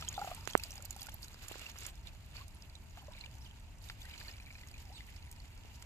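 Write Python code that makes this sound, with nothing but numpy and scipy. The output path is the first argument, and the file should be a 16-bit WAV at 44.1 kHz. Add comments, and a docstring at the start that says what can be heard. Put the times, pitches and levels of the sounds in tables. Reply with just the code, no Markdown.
"""A small muddy pit outdoors, heard by a phone held over it. Water trickles in as random damped rings.
Bubbles plop and gurgle as rings that climb in pitch; mud clicks (noise cracks) and squelches (rough glides)
as eels slide. Flickering noise rustles close on the right; fingers knock the right microphone now and then.
A bird chirps twice far off in whistled slides, over coloured noise: a low rumble, a murmur and a faint hiss."""
import sys
import numpy as np
from scipy import signal
from scipy.fft import rfft, irfft
from scipy.io import wavfile
from scipy.ndimage import uniform_filter1d

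SR = 44100
rng = np.random.default_rng(int(sys.argv[2]) if len(sys.argv) > 2 else 0)


def inscribe(sig):
    """Save sig as 16-bit PCM at rate SR to the path in sys.argv[1].

    A 1-D sig is mono; a 2-D sig holds one channel per row.
    Samples are clipped to [-1, 1] before scaling.
    """
    pcm = np.round(np.clip(np.atleast_2d(sig).T, -1, 1) * 32767)
    wavfile.write(sys.argv[1], SR, pcm.astype(np.int16))


def level_to_linear(level):
    """Convert decibel levels to linear amplitude factors, elementwise."""
    exponent = np.asarray(level, float) / 20
    return 10 ** exponent


N = 257984
TIME = np.arange(N) / SR
HZ = np.maximum(np.fft.rfftfreq(N, 1 / SR), 1)
RIGHT_LAG_SAMPLES = 6


def level(x, db):
    """Scale to an rms level."""
    return x * level_to_linear(db) / np.sqrt(np.mean(x ** 2))


def over_hz(points):
    """Read a (Hz, value) table at every frequency bin, linear in log Hz."""
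    hz, value = np.transpose(points)
    return np.interp(np.log(HZ), np.log(hz), value)


def colour(x, points):
    """Filter by a (Hz, dB) table."""
    return irfft(rfft(x) * level_to_linear(over_hz(points)), N)


def walk(rate_hz):
    """Random levels held 1 / rate_hz and smoothed twice; rms about 0.76."""
    k = int(SR / rate_hz)
    held = np.repeat(rng.standard_normal(N // k + 1), k)
    return 1.025 * uniform_filter1d(uniform_filter1d(held, k), k)[:N]


def place(x, pan_db):
    """Put a sound on two microphones: level difference (left minus right) and a short lag on the right."""
    gains = np.array([level_to_linear(pan_db / 2), level_to_linear(-pan_db / 2)]).reshape(2, -1)
    return np.array([x, np.roll(x, RIGHT_LAG_SAMPLES)]) * gains


def add(out, start_s, sound, pan_db):
    """Mix in a short sound, lagging on the right; the mean gain of both sides is 1."""
    left, right = level_to_linear(pan_db / 2), level_to_linear(-pan_db / 2)
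    for side, gain, lag in ((0, left, 0), (1, right, RIGHT_LAG_SAMPLES)):
        i = int(start_s * SR) + lag
        piece = sound[:max(N - i, 0)]
        out[side, i:i + len(piece)] += piece * gain * 2 / (left + right)


def ring(hz, t60_s, rise, swell_cycles):
    """Damped sine that swells over a few cycles and climbs in pitch by the share rise; envelope peak 1."""
    t60_s = max(t60_s, .0005)
    t = np.arange(int(t60_s * SR)) / SR
    shape = (1 - np.exp(-t * hz / swell_cycles)) * np.exp(-np.log(1000) * t / t60_s)
    return shape / shape.max() * np.sin(2 * np.pi * hz * (t + rise * t ** 2 / (2 * t60_s)))


# likeness of left and right in the background: pitch_hz, likeness (0-1)
LIKENESS = [(60, 0.89), (130, 0.9), (290, 0.63), (640, 0.74), (1410, 0), (3100, 0.4), (6820, 0),
            (15000, 0.12)]


def spread(points):
    """Coloured stereo noise whose left-right correlation depends on frequency."""
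    alike = np.clip(over_hz(LIKENESS), 0, .99)
    mid, side = rfft(rng.standard_normal((2, N))) * level_to_linear(over_hz(points))
    return irfft(np.sqrt(1 + alike) * mid + np.sqrt(1 - alike) * side * np.array([[1], [-1]]), N)


# rumble level: time_s, level_db
RUMBLE = [(0.0, -50), (0.72, -51.5), (1.73, -54), (2.28, -50.5), (2.77, -54), (3.45, -50), (3.55, -52.5),
          (5.51, -52), (5.85, -53)]
# rumble spectrum: pitch_hz, relative_db
RUMBLE_COLOUR = [(13, -42), (22, -6), (48, -1.5), (70, -0.5), (96, -5), (205, -21.5), (300, -27),
                 (390, -44), (660, -120)]


def rumble():
    """Low coloured noise that swells slowly."""
    s, db = np.transpose(RUMBLE)
    return level(spread(RUMBLE_COLOUR), 0) * level_to_linear(np.interp(TIME, s, db))


# hiss spectrum: pitch_hz, relative_db
AIR_COLOUR = [(120, -22), (200, -1.5), (513, -13), (561, -10), (646, -8), (1080, -13), (1440, -12.5),
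              (1690, -14), (2730, -13), (3760, -28.5), (5170, -28), (6400, -19.5), (14000, -32.5)]


def air():
    """Faint coloured noise of wavering level, stronger on the right."""
    return level(spread(AIR_COLOUR), -66) * level_to_linear(.5 * walk(17)) * level_to_linear(np.array([[-1.2], [1.2]]))


# murmur level: time_s, level_db (before waver)
MURMUR = [(0, -67), (1.3, -79.5), (2.5, -78), (3.4, -74), (3.7, -77), (4.7, -76.5), (4.9, -72),
          (5.0, -76.5), (5.85, -73)]


def murmur():
    """Narrow, wavering band of noise, as from water running in a hollow further off."""
    s, db = np.transpose(MURMUR)
    centre_hz, half_width_hz = 915., 70.
    band = irfft(rfft(rng.standard_normal(N)) / (1 + ((HZ - centre_hz) / half_width_hz) ** 2), N)
    return level(band, 0) * level_to_linear(np.interp(TIME, s, db) + 2.4 * walk(24.9))


# steady rustle: time_s, level_db (1.5-9 kHz, before flicker)
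RUSTLE_BED = [(0, -56.5), (.3, -55.5), (.45, -61), (1.1, -63.5), (1.3, -65), (1.75, -63), (1.92, -68.5),
              (2.9, -69), (3.3, -67.5), (3.8, -71), (4.0, -63), (4.07, -61), (4.28, -62), (4.34, -65.5),
              (4.97, -65), (5.1, -66), (5.6, -67.5), (5.85, -66)]
# rustling bursts: hold_start_s, hold_s, level_db (before flicker), treble_lift_db, left_minus_right_db
BURSTS = [(.485, .02, -55, -2, -9.5), (0.634, 0.13, -60, -0.5, -1), (1.002, 0.046, -60.5, 1, 0),
          (1.23, 0.019, -63, 7, -1), (1.433, 0.264, -57.5, -1.5, -5), (1.775, .11, -56, -1.5, -3),
          (2.067, 0.016, -59.5, -5, -3), (2.35, .035, -59, -2.5, -2), (2.41, .02, -63, 0, -2),
          (2.975, 0.03, -60.5, -2, -4.5), (3.129, .13, -64, -5.5, -4), (3.829, 0.098, -66, 7, -4),
          (4.1, .05, -64, -4, -1), (4.2, .1, -61.5, -1, -1)]


def movement():
    """Level, treble lift and side of the rustle: a steady bed plus bursts that attack, hold and release."""
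    bed_lift_db, bed_pan_db = -0.5, -2.5
    attack_s, release_s = .03, .035
    s, db = np.transpose(RUSTLE_BED)
    power = level_to_linear(2 * np.interp(TIME, s, db))
    lift, pan = power * bed_lift_db, power * bed_pan_db  # power-weighted
    for start_s, hold_s, db, lift_db, pan_db in BURSTS:
        edges = start_s + np.cumsum([-attack_s, attack_s, hold_s, release_s])
        burst = level_to_linear(2 * db) * np.interp(TIME, edges, [0, 1, 1, 0]) ** 2
        power = power + burst
        lift = lift + burst * lift_db
        pan = pan + burst * pan_db
    return 10 * np.log10(power), lift / power, pan / power


# rustle spectrum: pitch_hz, relative_db
RUSTLE_COLOUR = [(120, -28), (200, -3.5), (548, -4.5), (850, -4), (1250, -5), (1750, -3), (2800, 3.5),
                 (3190, -1.5), (4680, -1), (5940, -9.5), (7140, -2), (8740, -16), (13800, -6), (14600, -50),
                 (16000, -83.5)]


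def rustle():
    """Dense tiny cracks; each octave flickers partly alone and each side hears partly its own cracks."""
    db, lift_db, pan_db = movement()
    peaks = level_to_linear(3.1 * np.minimum(rng.exponential(size=(3, N)), 5))
    flicker = level_to_linear(1.5 * walk(220) + 1.7 * walk(35))
    cracks = rng.standard_normal((3, N)) * peaks * flicker
    spectrum = rfft(.65 * cracks[0] + 1.01 * cracks[1:]) * level_to_linear(over_hz(RUSTLE_COLOUR))
    heard = 0
    for hz in 350 * 2. ** np.arange(6):
        window = np.cos(np.pi / 2 * np.clip(np.log2(HZ / hz), -1, 1)) ** 2
        octave = irfft(spectrum * window, N)
        heard = heard + octave * level_to_linear(2.8 * walk(110) + lift_db * (hz > 4000))
    band = irfft(spectrum.mean(0) * (HZ > 1500) * (HZ < 9000), N)  # level reference
    heard = heard * level_to_linear(db) / band.std()
    right = np.roll(heard[1], RIGHT_LAG_SAMPLES)
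    return np.array([heard[0] * level_to_linear(pan_db / 2), right * level_to_linear(-pan_db / 2)])


# trickle: time_s, base_level_db, typical_pitch_hz
TRICKLE = [(0, -53, 1460), (.35, -58.5, 1170), (.6, -66, 1427), (1.2, -76, 1250), (1.4, -61.5, 1550),
           (2.9, -79, 1510), (3.0, -67, 1464), (3.3, -70, 2190), (3.5, -92, 2000), (4.0, -78, 1500),
           (4.05, -62, 1720), (4.15, -62, 2540), (4.35, -57, 2353), (4.8, -61.5, 2190), (5.3, -58.5, 2360),
           (5.85, -72, 2400)]


def trickle(out):
    """Many faint bubbles at random moments; every other one is a droplet's short high tick."""
    s, db, hz = np.transpose(TRICKLE)
    chance = rng.standard_normal((1800, 4))
    times_s = rng.uniform(0, N / SR, len(chance))
    for k, (at, (pitch, size, cycles, pan)) in enumerate(zip(times_s, chance)):
        tick = k % 2
        typical_hz = np.interp(at, s, hz) * (1 + 2.15 * tick)
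        f = min(typical_hz * np.exp((0.13 + 0.28 * tick) * pitch), 12000)
        sound = ring(f, (20 - 6 * tick) * np.exp(.4 * cycles) / f, .15, .8)
        sound_db = np.interp(at, s, db) + (3 + 3 * tick) * min(size, 2.2) - 2.5 * tick
        add(out, at, sound * level_to_linear(sound_db), -1.5 - 5.2 * tick + 1.1 * pan)
    return out


# low gurgling under the plops: time_s, base_level_db
GURGLE = [(0, -55), (.35, -52), (.45, -66), (.7, -58), (1.2, -57.5), (1.35, -70), (2.9, -72), (2.98, -62),
          (3.3, -61), (3.4, -73), (4.7, -68), (4.9, -65), (4.96, -73), (5.85, -74)]


def gurgle(out):
    """Faint low bubbles at random moments, each a ring that climbs in pitch."""
    typical_hz, typical_t60_s = 801, 0.029
    s, db = np.transpose(GURGLE)
    chance = rng.standard_normal((260, 4))
    times_s = rng.uniform(0, N / SR, len(chance))
    for at, (pitch, size, length, pan) in zip(times_s, chance):
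        sound = ring(typical_hz * np.exp(.17 * pitch), typical_t60_s * np.exp(.3 * length), .15, .6)
        add(out, at, sound * level_to_linear(np.interp(at, s, db) + 3.8 * min(size, 2)), 1.5 * pan)
    return out


def slosh():
    """Low band of noise that dies away from the start."""
    centre_hz, half_width_hz, fade_s = 130, 60., 0.3
    band = irfft(rfft(rng.standard_normal(N)) / (1 + ((HZ - centre_hz) / half_width_hz) ** 2), N)
    return level(band, -54) * np.exp(-TIME / fade_s)  # rms set before the fade


def faint_clicks():
    """Click rows scattered in time, size, pitch and side; louder where the rustle is."""
    over_rustle_db, typical_hz, typical_pan_db = 11, 4500, -6
    chance = rng.standard_normal((340, 4))
    size, pitch, crack, pan = chance.T
    at = rng.uniform(0, N / SR, len(chance))
    db = np.interp(at, TIME, movement()[0]) + over_rustle_db + 3.8 * np.minimum(size, 2)
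    hz = np.clip(typical_hz * np.exp(.4 * pitch), 1000, 13000)
    return list(zip(at, db, hz, -3 + 7 * crack, typical_pan_db + 6 * pan))


# wet clicks: start_s, peak_db, nominal_ring_hz, crack_over_ring_db, left_minus_right_db
CLICKS = [(.0089, -36.5, 5400, 1, -5), (.023, -34, 1280, 2.5, -1), (.0856, -25, 6750, -15, -.5),
          (.114, -48, 5230, -4, -1), (.127, -39, 7060, -2, 9), (.192, -40.5, 4610, -10.5, -13),
          (.2128, -40, 6900, -1, -10), (.2487, -41, 6970, -15, 1.5), (.3465, -38, 8500, 4, -18),
          (.4732, -32, 6580, 3, -31), (.4989, -38, 4480, -6, 6), (.5326, -35, 3340, 4, -7),
          (.575, -30.5, 7040, 10.5, -7), (.597, -42, 5700, 7, -14), (.6349, -28.5, 4820, 2.5, -7),
          (.7057, -37.5, 5614, 3, -6.5), (.7551, -39.5, 6930, -6, -14), (.7785, -38, 5020, -7, -3),
          (.823, -38, 7380, -5, -15), (.847, -44, 7200, -8, -10), (.851, -34, 12300, 4, -10),
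          (.8555, -40, 4600, 0, -8), (.9062, -29, 7000, 1, -10), (.963, -42, 7770, 5, -19),
          (.995, -43, 6700, 3, -10), (1.0074, -40, 12900, -4, -7.5), (1.0165, -33.5, 4750, -2, -6),
          (1.0284, -37.5, 7130, 6, -28), (1.06, -41, 10500, 6, -10), (1.067, -38.5, 7350, 5, -23.5),
          (1.086, -39, 1215, 14, -.5), (1.0904, -40, 3320, -4, -7), (1.093, -42, 10000, 8, -10),
          (1.1407, -36, 12530, -18, -11), (1.2215, -43, 12000, 2, -10), (1.2285, -36, 4535, -4, -10),
          (1.2444, -41.5, 6440, -3, -16), (1.281, -44, 7500, 6, -8), (1.3417, -45, 4870, -2, -.5),
          (1.482, -34, 7100, 6, -15), (1.517, -44, 7360, -4, -20), (1.5812, -44, 7400, -4, -20.5),
          (1.6144, -42, 7336, 1, -22), (1.6645, -41, 2940, 0, -1), (1.696, -46, 2500, 8, -8),
          (1.757, -45, 1100, 6, -6), (1.7852, -39, 6800, 0, -22), (1.8047, -42, 6700, 2, -14.5),
          (1.8324, -41, 7540, -5.5, -11), (1.8636, -31, 6900, 4, -15), (1.8865, -43.5, 6700, 3.5, -8),
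          (2.0706, -39, 3850, -8, -11.5), (2.355, -47, 1100, 2, -2), (2.3659, -41, 4600, -16, -17.5),
          (2.381, -49, 5000, -14, -8), (2.4798, -45.5, 7460, 12, -8.5), (2.548, -50.5, 10600, -10, -19),
          (2.6213, -44, 4900, -8, -9), (2.6972, -48, 4590, -6, -9), (2.7525, -41, 3780, -9.5, -10),
          (2.9715, -43, 1000, 8, -3), (2.972, -48, 3800, 4, -5), (3.113, -49, 1700, 3, -2),
          (3.1342, -47, 3700, -12, -11), (3.26, -41, 2900, -8, -13), (3.3118, -49, 4900, 0, -11.5),
          (3.352, -51, 4700, 2, -20), (3.51, -46.5, 3100, -9, -7), (3.8241, -47, 11800, -2, -9),
          (3.887, -41, 3750, 0, -20), (3.898, -32, 1440, 13, -1), (4.138, -43.5, 3060, -9, -18),
          (4.1771, -42, 4300, -10.5, -7), (4.182, -47, 6300, -10, -8), (4.2077, -43.5, 4265, -21, -14),
          (4.212, -41, 1850, -3, 5), (4.247, -47, 4500, -8, -8), (4.2811, -39.5, 4450, -19.5, -12.5),
          (4.3117, -42.5, 5280, -19.5, -4), (4.366, -49, 4800, -4, -6), (4.46, -49, 4500, -2, -6),
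          (4.51, -49, 4800, -6, -6), (4.525, -50, 4700, 0, -6), (4.611, -50, 4300, 3, -5),
          (4.6842, -45, 5640, 6, -2.5), (4.7131, -44, 4760, 1.5, -5), (4.778, -49, 2900, 4, -3),
          (4.818, -50, 5000, 3, -5), (5.1611, -48, 4800, -9, -20), (5.2245, -45.5, 4230, -9, -7),
          (5.3132, -38, 8600, 9, -2), (5.3254, -44.5, 7280, 12, -11.5), (5.4, -46.5, 4540, -6, -16),
          (5.8231, -38, 3090, 11, -6)]


def clicks(out):
    """A film of mud snaps: a sharp broad crack and a brief rough ring, longer for louder clicks."""
    rows = CLICKS + faint_clicks()
    noise = rng.standard_normal((len(rows), 2, 2048))
    t = np.arange(2048) / SR
    for (s, db, hz, crack_db, pan_db), (a, b) in zip(rows, noise):
        t60_s = max(0.01 + .0003 * (db + 42), .003)
        fade = (1 - np.exp(-t / 0.0003)) ** 2 * np.exp(-np.log(1000) * t / t60_s)
        narrow_band = signal.butter(1, [0.98 * hz, 0.9846 * hz], "band", fs=SR, output="sos")
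        broad_band = signal.butter(2, [0.48 * hz, min(2.57 * hz, 15000)], "band", fs=SR, output="sos")
        narrow = signal.sosfilt(narrow_band, a) * fade
        crack = signal.sosfilt(broad_band, b) * fade ** 0.55
        sound = narrow / abs(narrow).max() + level_to_linear(crack_db) * crack / abs(crack).max()
        add(out, s + .0005, level_to_linear(db) * sound / abs(sound).max(), pan_db)
    return out


# bubbles: start_s, level_db (envelope peak before flutter), start_pitch_hz, left_minus_right_db
BUBBLES = [(.022, -48, 1290, 2), (.08, -40, 3170, -25), (.151, -42, 3530, 11.5), (.178, -34, 768, -.5),
           (.19, -36, 690, 0), (.215, -30, 788, 0), (.245, -38, 760, -.5), (.274, -37, 703, -.5),
           (.314, -34, 676, -.5), (.597, -38.5, 2560, 0), (.779, -56, 813, -.5), (.962, -49, 777, -.5),
           (.994, -49, 3360, 16), (1.017, -55, 766, .5), (1.067, -50, 1420, -9.5), (1.085, -49, 830, -1),
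           (1.62, -48, 2800, -5), (1.662, -43, 2690, -7), (2.973, -47, 692, 2.5), (3.026, -56, 780, 0),
           (3.082, -45, 577, 2), (3.149, -49, 2370, 0), (3.18, -48.5, 2240, 7), (3.21, -45, 4170, -27),
           (3.239, -41, 2320, 6), (4.018, -44, 3560, 4.5), (4.03, -51, 4750, -5), (4.109, -50, 2220, 3.5),
           (4.131, -52, 4800, -5), (4.136, -49, 2260, 7), (4.149, -48, 2220, -3), (4.283, -49, 4500, -9.5),
           (4.4, -46, 2420, .5), (4.467, -48, 2320, 5), (4.482, -52, 1950, 0), (4.505, -48, 2280, -1),
           (4.553, -46.5, 2420, -1.5), (4.582, -52, 2400, 0), (4.613, -52, 2350, 0),
           (4.634, -46.5, 1970, 0), (4.741, -46, 2430, -1.5), (4.762, -52, 2400, 0), (5.006, -45, 2040, 4),
           (5.271, -50.5, 2170, 4.5)]


def bubbles(out):
    """Each bubble rings unevenly and climbs, small ones shorter; a weaker, shorter overtone marks the plop."""
    flutter = level_to_linear(3.5 * walk(300))
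    for s, db, hz, pan_db in BUBBLES:
        t60_s = .038 * (hz / 1000) ** -0.2
        rise = .15 * np.sqrt(1000 / hz)
        sound = ring(hz, t60_s, rise, 0.6)
        overtone = ring(1.7 * hz, .6 * t60_s, rise, 0.75)
        add(out, s, level_to_linear(db) * sound * flutter[int(s * SR):][:len(sound)], pan_db)
        add(out, s, level_to_linear(db - 7) * overtone, pan_db)
    return out


# knocks on the right microphone: time_s, level_db (halved in amplitude before panning),
# push_scale_ms (rise 0.23x, return 0.45x), left_minus_right_db
KNOCKS = [(0.4753, -14.5, 0.17, -21), (0.5525, -2.5, 0.4, -54), (1.345, -35.5, 0.197, -15),
          (1.5139, -30, 0.7, -19), (1.557, -33, 0.69, -11), (1.617, -40, .6, -11), (5.65, -42.5, .8, -28)]


def knocks(out):
    """A short suction at the port; the capsule swings back and the case rings briefly."""
    t = np.arange(-200, 1200) / SR
    port = signal.butter(1, 330., "high", fs=SR, output="sos")
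    late = np.maximum(t - .0003, 0)
    case_low = 0.052 * np.exp(-late / 0.0038) * np.sin(2 * np.pi * 390.0 * late)
    case_high = 0.083 * np.exp(-late / 0.00074) * np.sin(2 * np.pi * 2300.0 * late)
    for s, db, push_ms, pan_db in KNOCKS:
        onset = np.exp(np.minimum(t, 0) / (0.00023 * push_ms))
        push = -onset * np.exp(-(np.maximum(t, 0) / (0.00045 * push_ms)) ** 2)
        soft = np.hanning(int(0.001 * push_ms * SR) + 3)
        swing = signal.sosfilt(port, np.convolve(push, soft, "same"))
        knock = swing / abs(swing).max() + case_low + case_high
        add(out, s + t[0], level_to_linear(db) / 2 * knock, pan_db)
    return out


# squelches, air squeezed from under a sliding body:
# start_s, length_s, first_hz, last_hz (before wobble), level_db (before sputter), left_minus_right_db
SQUELCHES = [(2.355, .04, 2300, 2600, -62, -2), (2.4, .028, 1040, 1090, -56, -3),
             (2.985, .022, 2850, 3300, -57, -3), (3.105, .04, 1000, 950, -67, 0),
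             (3.197, .03, 2900, 2750, -62, 0), (4.046, .04, 1750, 2250, -57, 5),
             (4.048, .012, 1450, 1600, -60, 4), (4.098, .018, 2400, 3000, -59, 2),
             (4.13, .025, 2500, 2300, -58, 3), (4.24, .024, 2150, 2250, -60, -2),
             (4.27, .045, 1750, 1900, -61, 2), (4.33, .03, 2300, 2400, -61, 0),
             (4.86, .03, 800, 750, -66, 0), (4.888, .045, 690, 820, -62, 0)]


def squelches(out):
    """Rough little glides that wobble in pitch and sputter in level."""
    wobble, sputter = np.exp(.03 * walk(250)), level_to_linear(4. * walk(300))
    for s, length_s, first_hz, last_hz, db, pan_db in SQUELCHES:
        along = np.linspace(0, 1, int(length_s * SR))
        now = slice(int(s * SR), int(s * SR) + len(along))
        hz = (first_hz + (last_hz - first_hz) * along) * wobble[now]
        phase = 2 * np.pi * np.cumsum(hz) / SR
        swell = np.sin(np.pi * along).clip(0) ** .6
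        add(out, s, np.sqrt(2) * level_to_linear(db) * swell * sputter[now] * np.sin(phase), pan_db)
    return out


def whistle(s, hz, db):
    """A tone with its octave along a pitch and level line, faded at both ends."""
    fade_s, overtone_db = .003, -11
    phase = 2 * np.pi * np.cumsum(np.interp(TIME, s, hz)) / SR
    fade = np.clip(np.minimum(TIME - s[0], s[-1] - TIME) / fade_s, 0, 1)
    gain = level_to_linear(np.interp(TIME, s, db)) * fade
    return np.sqrt(2) * gain * (np.sin(phase) + level_to_linear(overtone_db) * np.sin(2 * phase))


# bird calls, one line per slide: time_s, pitch_hz, level_db (before flicker and panning)
SLIDES = [
    [(3.406, 4650, -66), (3.418, 5500, -62), (3.421, 5600, -72), (3.425, 5900, -65), (3.432, 6500, -70)],
    [(3.443, 5300, -64), (3.447, 4900, -59), (3.452, 3700, -61), (3.458, 3300, -64), (3.466, 2980, -55),
     (3.473, 2750, -64)],
    [(4.924, 4900, -68), (4.931, 5600, -62), (4.936, 4200, -61), (4.942, 3850, -59)],
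    [(4.947, 4100, -59), (4.957, 3700, -57), (4.963, 4750, -55), (4.969, 3600, -57), (4.977, 3700, -59),
     (4.984, 3250, -57), (4.994, 2550, -59)],
]


def bird():
    """Quick whistled slides, smeared by scattered echoes from trees."""
    song = sum(whistle(*np.transpose(call)) for call in SLIDES) * level_to_linear(1.5 * walk(500))
    trees = rng.standard_normal((2, 2600)) * np.exp(-np.arange(2600) / (0.035 * SR))
    echoes = signal.fftconvolve(song[None], trees, axes=1)[:, :N]
    return place(song, -6.7) + level_to_linear(-33) * echoes


def scene():
    """Near water and mud with two quick echoes from the pit walls, plus knocks, rustle, bird and background."""
    water = gurgle(trickle(np.zeros((2, N)))) + slosh()
    water = squelches(clicks(bubbles(water)))
    first_wall = level_to_linear(-21) * np.roll(water, int(.0023 * SR), axis=1)[::-1]  # sides swapped
    second_wall = level_to_linear(-23) * np.roll(water, int(.0051 * SR), axis=1)
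    near = knocks(water + first_wall + second_wall)
    return near + rustle() + bird() + murmur() + rumble() + air()


def top_cut(x):
    """Nothing passes above the cut-off."""
    return signal.sosfilt(signal.butter(12, 16510, fs=SR, output="sos"), x)


def record(dry):
    """The microphones lose the top treble."""
    top_hz = 14400
    mix = colour(dry, [(1, 0), (top_hz, 0), (top_hz + 150, -30), (SR / 2, -60)])
    return top_cut(mix)


dry = scene()
out = record(dry)
inscribe(out)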